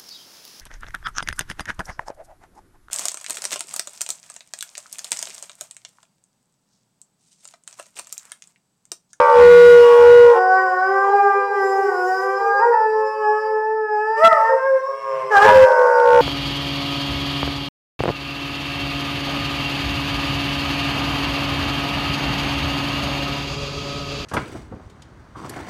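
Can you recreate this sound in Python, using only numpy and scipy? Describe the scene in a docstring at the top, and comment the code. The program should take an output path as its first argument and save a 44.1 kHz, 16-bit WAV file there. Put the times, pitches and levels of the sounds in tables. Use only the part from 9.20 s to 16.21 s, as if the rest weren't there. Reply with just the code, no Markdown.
"""A big dog howls in a living room: high and two-toned, then it breaks low, yodels, gasps and restarts.
A smaller dog holds a thinner, higher, fluttering note, cracks between registers, pauses and comes back
with a yelp. Each voice is vibrating vocal folds and breath, coloured by throat and muzzle.
Both sit close to a small microphone that overloads on the loudest notes."""
import sys
import numpy as np
from scipy import signal
from scipy.fft import rfft, irfft, next_fast_len
from scipy.io import wavfile

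SR = 44100
rng = np.random.default_rng(int(sys.argv[2]) if len(sys.argv) > 2 else 0)


def unload_wav(signal):
    """Save mono or channel-first audio to the path in sys.argv[1] as 16-bit WAV at rate SR, clipped to [-1, 1]."""
    wavfile.write(
        sys.argv[1],
        SR,
        np.round(np.clip(np.atleast_2d(signal).T, -1, 1) * 32767).astype(np.int16),
    )


N = 309141
TIME = np.arange(N) / SR
CUTOFF_HZ = 15700


def from_db(db):
    """Decibels to gain."""
    return 10 ** (np.asarray(db) / 20)


def in_time(rows, t):
    """Each column of a breakpoint curve at the times t."""
    times, *columns = np.transpose(rows)
    return [np.interp(t, times, column) for column in columns]


def gain_at(colour, hz):
    """Gain of a spectrum at the given frequencies."""
    points_hz, db = np.transpose(colour)
    return from_db(np.interp(np.log(hz + 1e-9), np.log(points_hz), db))


def noise(colour, size, shade=None):
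    """Coloured noise at unit power, then shaded by an optional second spectrum."""
    n = next_fast_len(size)
    hz = np.arange(n // 2 + 1) * SR / n
    gain = gain_at(colour, hz)
    gain = gain / np.sqrt(np.mean(gain ** 2) + 1e-20)
    if shade is not None:
        gain = gain * gain_at(shade, hz)
    return irfft(rfft(rng.standard_normal(n)) * gain, n)[:size]


def drift(rate_hz, size):
    """Random wander, mostly slower than rate_hz."""
    count = int(size / SR * rate_hz * 2) + 8
    return np.interp(np.arange(size) * rate_hz * 2 / SR, np.arange(count), rng.standard_normal(count))


def partial(gain, phase):
    """A sine with a random starting phase."""
    return gain * np.sin(phase + rng.uniform(0, 2 * np.pi))


def room_tone():
    """The faint, dark bed of a still room."""
    # spectrum of the bed: freq_hz, gain_db
    colour = [(30, -13.5), (90, -7.5), (190, 6.5), (300, 2), (1000, -9), (4000, -17.5), (15000, -24)]
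    return from_db(-72) * noise(colour, N)


def room(x, wet_db, t60_s=0.7):
    """Dense reflections die away behind a voice, so every glide beats with its own echo."""
    t = TIME[:SR]
    # spectrum of the tail: freq_hz, gain_db
    colour = [(100, -16), (450, 0.5), (2000, -0.5), (6000, -0.5), (15000, -6)]
    tail = noise(colour, SR) * from_db(-60 * t / t60_s) * (t > .008)
    return x + from_db(wet_db) * signal.fftconvolve(x, tail / np.sqrt(np.sum(tail ** 2)))[:N]


def voicing(curve, fade_s):
    """A note's samples and its soft gate; notes at either end of the scene are held open there."""
    start = curve[0][0] if curve[0][0] > .1 else -1
    end = curve[-1][0] if curve[-1][0] < 6.9 else 8
    gate = np.clip(np.minimum(TIME - start, end - TIME) / fade_s + .5, 0, 1)
    on = gate > 0
    return on, np.sin(np.pi / 2 * gate[on]) ** 2


def fold_phase(pitch, jitter):
    """Phase of vibrating folds, with a small tremor and faster jitter."""
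    unsteady = 0.002 * drift(18, len(pitch)) + jitter * drift(160, len(pitch))
    return 2 * np.pi * np.cumsum(pitch * (1 + unsteady)) / SR


def swaying(fundamental_db, overtones_db, timbre_db, sway_db):
    """Levels of the low harmonics, each swelling and fading on its own."""
    levels = [fundamental_db] + [overtones_db + db for db in timbre_db]
    return [db + sway_db * drift(7, len(db)) for db in levels]


def voice(phase, pitch, harmonics_db, ring_db, throat, hiss, air_db, flicker_db=4.5):
    """Strong low harmonics, flickering upper ones shaped by the throat, pulsed hiss and breath."""
    # the fold pulses blur towards the top, harmonics giving way to hiss: freq_hz, gain_db
    clear_share = [(6000, -4), (9000, -4.5), (15000, -12)]
    hiss_share = [(200, -38.5), (2000, 0.5), (4000, 1), (5200, 1), (7500, 8.5), (12000, 12.5)]
    # air rushing through an open throat: freq_hz, gain_db
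    air_colour = [(100, -57.5), (280, -27.5), (430, -7), (650, -9), (900, -1.5), (1600, -5.5),
                  (2200, -17.5), (3500, -44), (5200, -24), (15000, -49)]
    size = len(phase)
    low = sum(partial(from_db(db), k * phase) for k, db in enumerate(harmonics_db, 1))
    upper, coarse = 0, np.arange(0, size, 64)
    for k in range(len(harmonics_db) + 1, int(CUTOFF_HZ / pitch.mean())):
        hz = k * pitch[coarse]
        flicker = from_db(flicker_db * drift(14, size)[coarse])
        gain = gain_at(throat, hz) * gain_at(clear_share, hz) * flicker
        upper = upper + partial(np.interp(np.arange(size), coarse, gain), k * phase)
    # power of the harmonics inside the bright ring, 4700-5900 Hz
    ring_power = np.mean(gain_at(throat, np.linspace(4700, 5900, 20)) ** 2) * 1200 / pitch
    puffs = (1 + np.sin(phase)) * noise([(200, -42.5)] + list(throat), size, hiss_share)
    upper = upper / np.sqrt(ring_power) + hiss * puffs
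    effort = np.sqrt(sum(from_db(db) ** 2 for db in harmonics_db))
    air = from_db(air_db) * effort * noise(air_colour, size)
    return np.sqrt(2) * (low + from_db(ring_db) * upper) + air


def cracked(pitch, t, slide_s=0.065, return_s=0.025, catch_db=6):
    """The small dog's voice slides down a register and springs back, catching half way."""
    # register cracks: start_s, end_s, pitch_hz, boost_db
    cracks = [(1.9, 2.141, 409, 7), (2.293, 2.421, 410.8, 6.5), (2.549, 2.706, 406, 8.5),
              (3.189, 3.33, 455, 5)]
    louder_db = 0
    for start, end, low_hz, boost_db in cracks:
        dropped = np.clip(np.minimum((t - start) / slide_s, (end - t) / return_s) + .5, 0, 1)
        pitch = pitch + dropped * (low_hz - pitch)
        louder_db = louder_db + dropped * boost_db - catch_db * np.sin(np.pi * dropped)
    return pitch, louder_db


def small_note(curve, timbre_db, level_db, jitter, hiss, air_db, sway_db):
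    """One note of the small dog; its flutter puts a sideband either side of each harmonic."""
    # flutter of the folds: time_s, rate_hz, depth_db
    flutter_curve = [(0, 85.85, 1), (1.2, 100, -15.5), (1.5, 104.5, -10), (1.8, 103.4, -13.5),
                     (2, 99.9, -36.5), (4.4, 110, -34.5), (5.35, 126.9, -30), (5.6, 124.7, -29),
                     (5.72, 119.8, -6.5), (6.05, 118.4, -3), (6.5, 103.3, -3.5), (7.01, 100.6, -10.5)]
    # bright ring of the voice: time_s, level_db
    ring = [(0, -48.5), (1.2, -63), (4.4, -74), (5, -48.5), (5.3, -55.5), (5.6, -56), (6.05, -54),
            (6.5, -52), (7.01, -52)]
    # upper resonances of throat and muzzle: freq_hz, gain_db
    throat = [(2000, 7), (2700, -2), (3500, -15), (4300, -14), (4800, -15), (5400, 1.5), (6300, -20),
              (8400, -16.5), (9500, -28), (15000, -32)]
    on, gate = voicing(curve, fade_s=.03)
    pitch, fundamental_db, overtones_db = in_time(curve, TIME[on])
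    waver = 1 + 0.005 * drift(9, len(pitch))
    pitch, louder_db = cracked(pitch * waver, TIME[on])
    harmonics_db = swaying(fundamental_db, overtones_db, timbre_db, sway_db)
    flutter_hz, depth_db = in_time(flutter_curve, TIME[on])
    ring_db, = in_time(ring, TIME[on])
    note = voice(fold_phase(pitch, jitter), pitch, harmonics_db, ring_db, throat, hiss, air_db)
    flutter = 1 + from_db(depth_db) * np.sin(fold_phase(flutter_hz, jitter=0.028))
    out = np.zeros(N)
    out[on] = from_db(level_db + louder_db) * gate * flutter * note
    return out


def small_dog():
    """A long thin howl, a yelp, a moan and a closing howl, as (stem, reverb send in dB) pairs."""
    # note contours: time_s, pitch_hz, fundamental_db, overtones_db
    thin_curve = [(0.0, 578.6, -26, -19.5), (0.37, 566.5, -31, -29), (0.9, 546, -29, -28),
                  (1.22, 524, -31.5, -31), (1.4, 519, -30, -32.5), (1.6, 548, -36.5, -32),
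                  (1.8, 526, -35, -35.5), (1.88, 498.2, -31, -32), (2.2, 503.3, -33, -34),
                  (2.8, 501, -33.5, -37), (2.9, 474, -39.5, -44), (3.02, 503.4, -29, -34),
                  (3.45, 528.3, -31.5, -40.5), (3.68, 518, -42.5, -48), (3.84, 536, -32.5, -30),
                  (4.14, 562.3, -36.5, -40.5), (4.28, 531, -37, -40.5), (4.45, 511, -46.5, -57.5)]
    yelp_curve = [(4.97, 564, -36, -37.5), (5.025, 650.3, -13.5, -15.5), (5.05, 668, -7.5, -8.5),
                  (5.075, 666.7, -13.5, -12.5), (5.098, 671.6, -23.5, -27.5), (5.12, 641.4, -18, -10.5),
                  (5.15, 611, -21.5, -25), (5.2, 547.5, -29, -31), (5.31, 535, -28.5, -36)]
    moan_curve = [(5.29, 529, -16, -27), (5.33, 530.4, -16, -37), (5.4, 525.5, -28, -32),
                  (5.47, 540, -18.5, -23), (5.57, 522, -19, -37.5), (5.62, 522, -31, -41)]
    last_curve = [(5.62, 527.7, -47, -24), (5.69, 546.6, -22, -23), (5.8, 545, -34.5, -29.5),
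                  (5.9, 540, -26, -26), (6.09, 516.4, -27.5, -32.5), (6.3, 531.3, -25, -24),
                  (6.46, 540.3, -19, -26.5), (6.66, 546.3, -22.5, -23), (7.01, 544, -23, -25)]
    # timbres against the overtone level: harmonic_2_db, harmonic_3_db
    thin_timbre = (0, -19)
    yelp_timbre = (0, -12)
    moan_timbre = (0, -3)
    last_timbre = (-1.1, -20)
    thin = small_note(thin_curve, thin_timbre, level_db=0, jitter=.0041, hiss=.24, air_db=-32, sway_db=2)
    yelp = small_note(yelp_curve, yelp_timbre, level_db=0, jitter=.006, hiss=.8, air_db=-31, sway_db=.5)
    moan = small_note(moan_curve, moan_timbre, level_db=-.97, jitter=.005, hiss=.38,
                      air_db=-33.5, sway_db=1.5)
    last = small_note(last_curve, last_timbre, level_db=-1.34, jitter=.0058, hiss=.39,
                      air_db=-31.5, sway_db=2)
    return [(thin + moan + last, -5.5), (yelp, -6)]


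def gasp():
    """The big dog pulls in air through its open mouth before its last howl."""
    # swell of the breath: time_s, level_db
    swell = [(5.68, -85), (5.82, -47), (6, -38), (6.1, -43), (6.16, -82)]
    # spectrum of the breath: freq_hz, gain_db
    colour = [(80, -36), (140, 7), (230, -21), (500, 7), (1200, 4), (2200, -0.5), (3000, -7), (4000, -22),
              (9000, -30), (15000, -42)]
    level_db, = in_time(swell, TIME)
    return from_db(level_db) * noise(colour, N) * (TIME > swell[0][0]) * (TIME < swell[-1][0])


def beamed(x, from_hz=3940):
    """The treble grows while the big dog's open mouth points at the microphone."""
    # treble lift as the head turns: time_s, gain_db
    facing = [(2.33, -3), (2.45, 7), (2.7, 1.5), (2.88, 8), (3.05, 6), (3.15, 2), (3.5, 2)]
    gain_db, = in_time(facing, TIME)
    treble = signal.sosfiltfilt(signal.butter(6, from_hz, "high", fs=SR, output="sos"), x + 1e-18)
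    return x + (from_db(gain_db) - 1) * treble


def second_tone(curve, t, phase, level_db):
    """An independent tone in the big dog's voice, with the sum and difference tones of the pair."""
    # the tone and its sidebands: pitch_multiple, second_tone_multiple
    mixes = [(0, 1), (3, -1), (-2, 2), (1, 1), (5, -1), (2, 1), (-1, 1)]
    # strength of each of those: gain_db
    mix_db = [1, -6, -12, -13.5, -13, -23.5, -19]
    tone_hz, tone_db = in_time(curve, t)
    tone_phase = fold_phase(tone_hz, jitter=0.0049)
    mixed = sum(partial(from_db(db), a * phase + b * tone_phase) for (a, b), db in zip(mixes, mix_db))
    return np.sqrt(2) * from_db(tone_db + level_db) * mixed


def big_note(curve, timbre_db, throat, level_db, bright_db, jitter, hiss, air_db, sway_db,
             second=None, second_db=0):
    """One register of the big dog; a narrow mouth resonance lifts low harmonics sliding through it."""
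    # bright ring near 5 kHz: time_s, level_db
    ring = [(0, -49.5), (0.5, -37.5), (0.8, -42.5), (1.1, -49.5), (1.35, -45), (1.6, -46), (1.9, -46),
            (2.3, -48.5), (2.6, -47.5), (3.3, -50), (4.18, -47.5), (4.3, -51), (4.58, -59.5), (4.8, -49.5),
            (5.3, -52.5), (6.15, -52.5), (6.35, -30), (6.55, -48.5), (7.01, -48)]
    mouth_hz, width_hz, lift_db = 1177, 40, 11.5
    on, gate = voicing(curve, fade_s=.025)
    pitch, fundamental_db, overtones_db = in_time(curve, TIME[on])
    harmonics_db = swaying(fundamental_db, overtones_db, timbre_db, sway_db)
    harmonics_db = [db + lift_db / (1 + ((k * pitch - mouth_hz) / width_hz) ** 2)
                    for k, db in enumerate(harmonics_db, 1)]
    ring_db, = in_time(ring, TIME[on])
    phase = fold_phase(pitch, jitter)
    note = from_db(level_db) * voice(phase, pitch, harmonics_db, ring_db + bright_db, throat, hiss, air_db)
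    if second is not None:
        note = note + second_tone(second, TIME[on], phase, second_db)
    out = np.zeros(N)
    out[on] = gate * note
    return out


def big_dog():
    """The lead howl breaks from register to register, as (stem, reverb send in dB) pairs."""
    # register contours: time_s, pitch_hz, fundamental_db, overtones_db
    high_curve = [(0.0, 502.2, -13.5, -31.5), (0.09, 490.4, -20, -29), (0.16, 482.7, -10, -30.5),
                  (0.23, 483.5, -6.5, -25), (0.5, 480.8, -5.5, -22.5), (0.65, 475.8, -8, -26.5),
                  (0.96, 481.6, -7, -22.5), (1.12, 474.2, -7.5, -24), (1.19, 465, -19, -33)]
    low_curve = [(1.15, 370, -30.5, -19), (1.2, 370.8, -28, -17.5), (1.38, 377.2, -25.5, -12.5),
                 (1.57, 366.2, -29.5, -19), (1.7, 386.4, -21, -18.5), (1.96, 402.5, -29, -19),
                 (2.12, 396.6, -27, -17), (2.3, 400.5, -34, -23), (2.46, 388.8, -22, -22.5),
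                 (2.63, 390.2, -21.5, -20.5), (2.75, 363.7, -31, -21), (2.84, 365.7, -27, -22),
                 (3.05, 389.7, -24.5, -21.5), (3.17, 393.6, -26.5, -27), (3.25, 402.2, -42, -19),
                 (3.41, 406.5, -25.5, -20)]
    yodel_curve = [(3.39, 423.3, -30, -27), (3.43, 468, -26, -12.5), (3.48, 477.4, -12.5, -16.5),
                   (3.52, 469, -13.5, -18), (3.55, 466.4, -22, -26)]
    middle_curve = [(3.53, 441, -26, -22), (3.58, 439.6, -30, -19), (3.68, 435.4, -16.5, -23.5),
                    (3.87, 432.7, -21, -24), (3.99, 432, -21.5, -30.5), (4.06, 426, -23.5, -18.5),
                    (4.16, 426, -21.5, -22.5), (4.25, 435.6, -20, -29), (4.39, 431.5, -20, -24.5),
                    (4.55, 438.7, -20, -31), (4.68, 426.6, -24.5, -26), (4.78, 421.6, -25.5, -22),
                    (4.91, 440.7, -21, -23.5), (5.02, 453, -36, -24), (5.1, 450.4, -34.5, -25.5),
                    (5.21, 441.4, -30, -21), (5.29, 454.8, -32.5, -15), (5.36, 465.7, -24.5, -28)]
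    cry_curve = [(6.11, 433, -21, -24), (6.14, 412.4, -26.5, -14.5), (6.17, 393.7, -29.5, -14),
                 (6.205, 408.8, -36, -18.5), (6.23, 416.5, -31, -10), (6.26, 440.4, -11.5, -14.5)]
    last_curve = [(6.25, 535, -10, -30), (6.32, 527.6, -20, -28), (6.36, 524.8, -7.5, -24),
                  (6.43, 519.5, -9, -26.5), (6.55, 505.3, -15.5, -22), (6.66, 494.5, -14, -26),
                  (6.78, 489, -17, -24.5), (7.01, 485.5, -14, -25.5)]
    # second tone of the two high howls: time_s, pitch_hz, level_db
    high_second = [(0.0, 922.5, -16.5), (0.16, 898, -17.5), (0.3, 883, -32.5), (0.62, 863, -37.5),
                   (0.85, 875, -25), (1.04, 871, -41.5), (1.16, 858, -22.5)]
    last_second = [(6.25, 931, -28), (6.29, 965.5, -9), (6.39, 957, -21.5), (6.48, 940, -20),
                   (6.57, 923, -19.5), (6.79, 909.5, -19.5), (7.01, 898.4, -16)]
    # timbres against the overtone level: harmonic_2_db, harmonic_3_db, harmonic_4_db
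    high_timbre = (1.5, -6, -9)
    low_timbre = (-3.5, -15.5, -7)
    yodel_timbre = (0, -15, -19)
    middle_timbre = (-0.41, -15, -8)
    cry_timbre = (0, -12.5, -4.4)
    last_timbre = (-18, 0, -24.5)
    # upper resonances of the throat, plain, pressed hard and widened: freq_hz, gain_db
    plain_throat = [(1950, 21), (2150, 1.5), (2400, 7), (2620, 10), (2730, -3.5), (3150, -6.5),
                    (3500, -26.5), (4000, -10), (4450, -22), (4900, 14.5), (5400, 2), (6400, -20.5),
                    (7300, -6.5), (8600, -19), (11300, -16.5), (15000, -21)]
    pressed_throat = [(1950, 18), (2400, 14), (2900, 16), (3400, 6.5), (4000, 4), (4500, 1.5), (5300, 4.5),
                      (6400, -7), (7500, -7.5), (10000, -15.5), (15000, -23.5)]
    wide_throat = [(1950, 20), (2150, 0), (2400, 11.5), (2620, -5), (2800, 0.5), (3000, -4.5), (3190, -3),
                   (3450, -26), (4000, -6.5), (4550, -19), (4900, 13), (5400, 0), (6400, -10.5),
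                   (7300, -4.5), (8600, -19), (11300, -12), (15000, -20)]
    high = big_note(high_curve, high_timbre, pressed_throat, level_db=.2, bright_db=-6,
                    jitter=.002, hiss=1.62, air_db=-24.5, sway_db=0, second=high_second, second_db=1.5)
    low = big_note(low_curve, low_timbre, wide_throat, level_db=0, bright_db=-.6,
                   jitter=.0013, hiss=.19, air_db=-32.5, sway_db=2)
    yodel = big_note(yodel_curve, yodel_timbre, plain_throat, level_db=-.3, bright_db=-.5,
                     jitter=.0037, hiss=.43, air_db=-36.5, sway_db=1)
    middle = big_note(middle_curve, middle_timbre, plain_throat, level_db=.5, bright_db=-.9,
                      jitter=.0014, hiss=.083, air_db=-37.5, sway_db=1.8)
    cry = big_note(cry_curve, cry_timbre, pressed_throat, level_db=2.2, bright_db=-3,
                   jitter=.009, hiss=1.3, air_db=-13.5, sway_db=1.5)
    last = big_note(last_curve, last_timbre, plain_throat, level_db=.33, bright_db=-8,
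                    jitter=.0036, hiss=.8, air_db=-18.5, sway_db=1, second=last_second, second_db=.66)
    return [(high + last, -14.5), (cry, -4.5), (beamed(low) + yodel, -7), (middle, -8.5)]


def scene():
    """Both dogs and their reflections over quiet room tone, in mono."""
    dogs = sum(room(stem, wet_db) for stem, wet_db in big_dog() + small_dog())
    # a muzzle radiates next to nothing below the lowest note
    dogs = signal.sosfilt(signal.butter(3, 230, "high", fs=SR, output="sos"), dogs)
    fade_in = np.minimum(TIME / 0.00088, 1)
    return (dogs * fade_in + gasp() + room_tone())[None]


def record(dry):
    """The input stage flattens the loudest peaks; deep rumble and the top are cut."""
    ceiling, hardness = .7, 40
    clipped = dry / (1 + np.abs(dry / ceiling) ** hardness) ** (1 / hardness)
    coupled = signal.sosfilt(signal.butter(1, 25, "high", fs=SR, output="sos"), clipped)
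    return signal.sosfilt(signal.cheby2(14, 70, CUTOFF_HZ + 900, fs=SR, output="sos"), coupled)


dry = scene()
out = record(dry)
unload_wav(out)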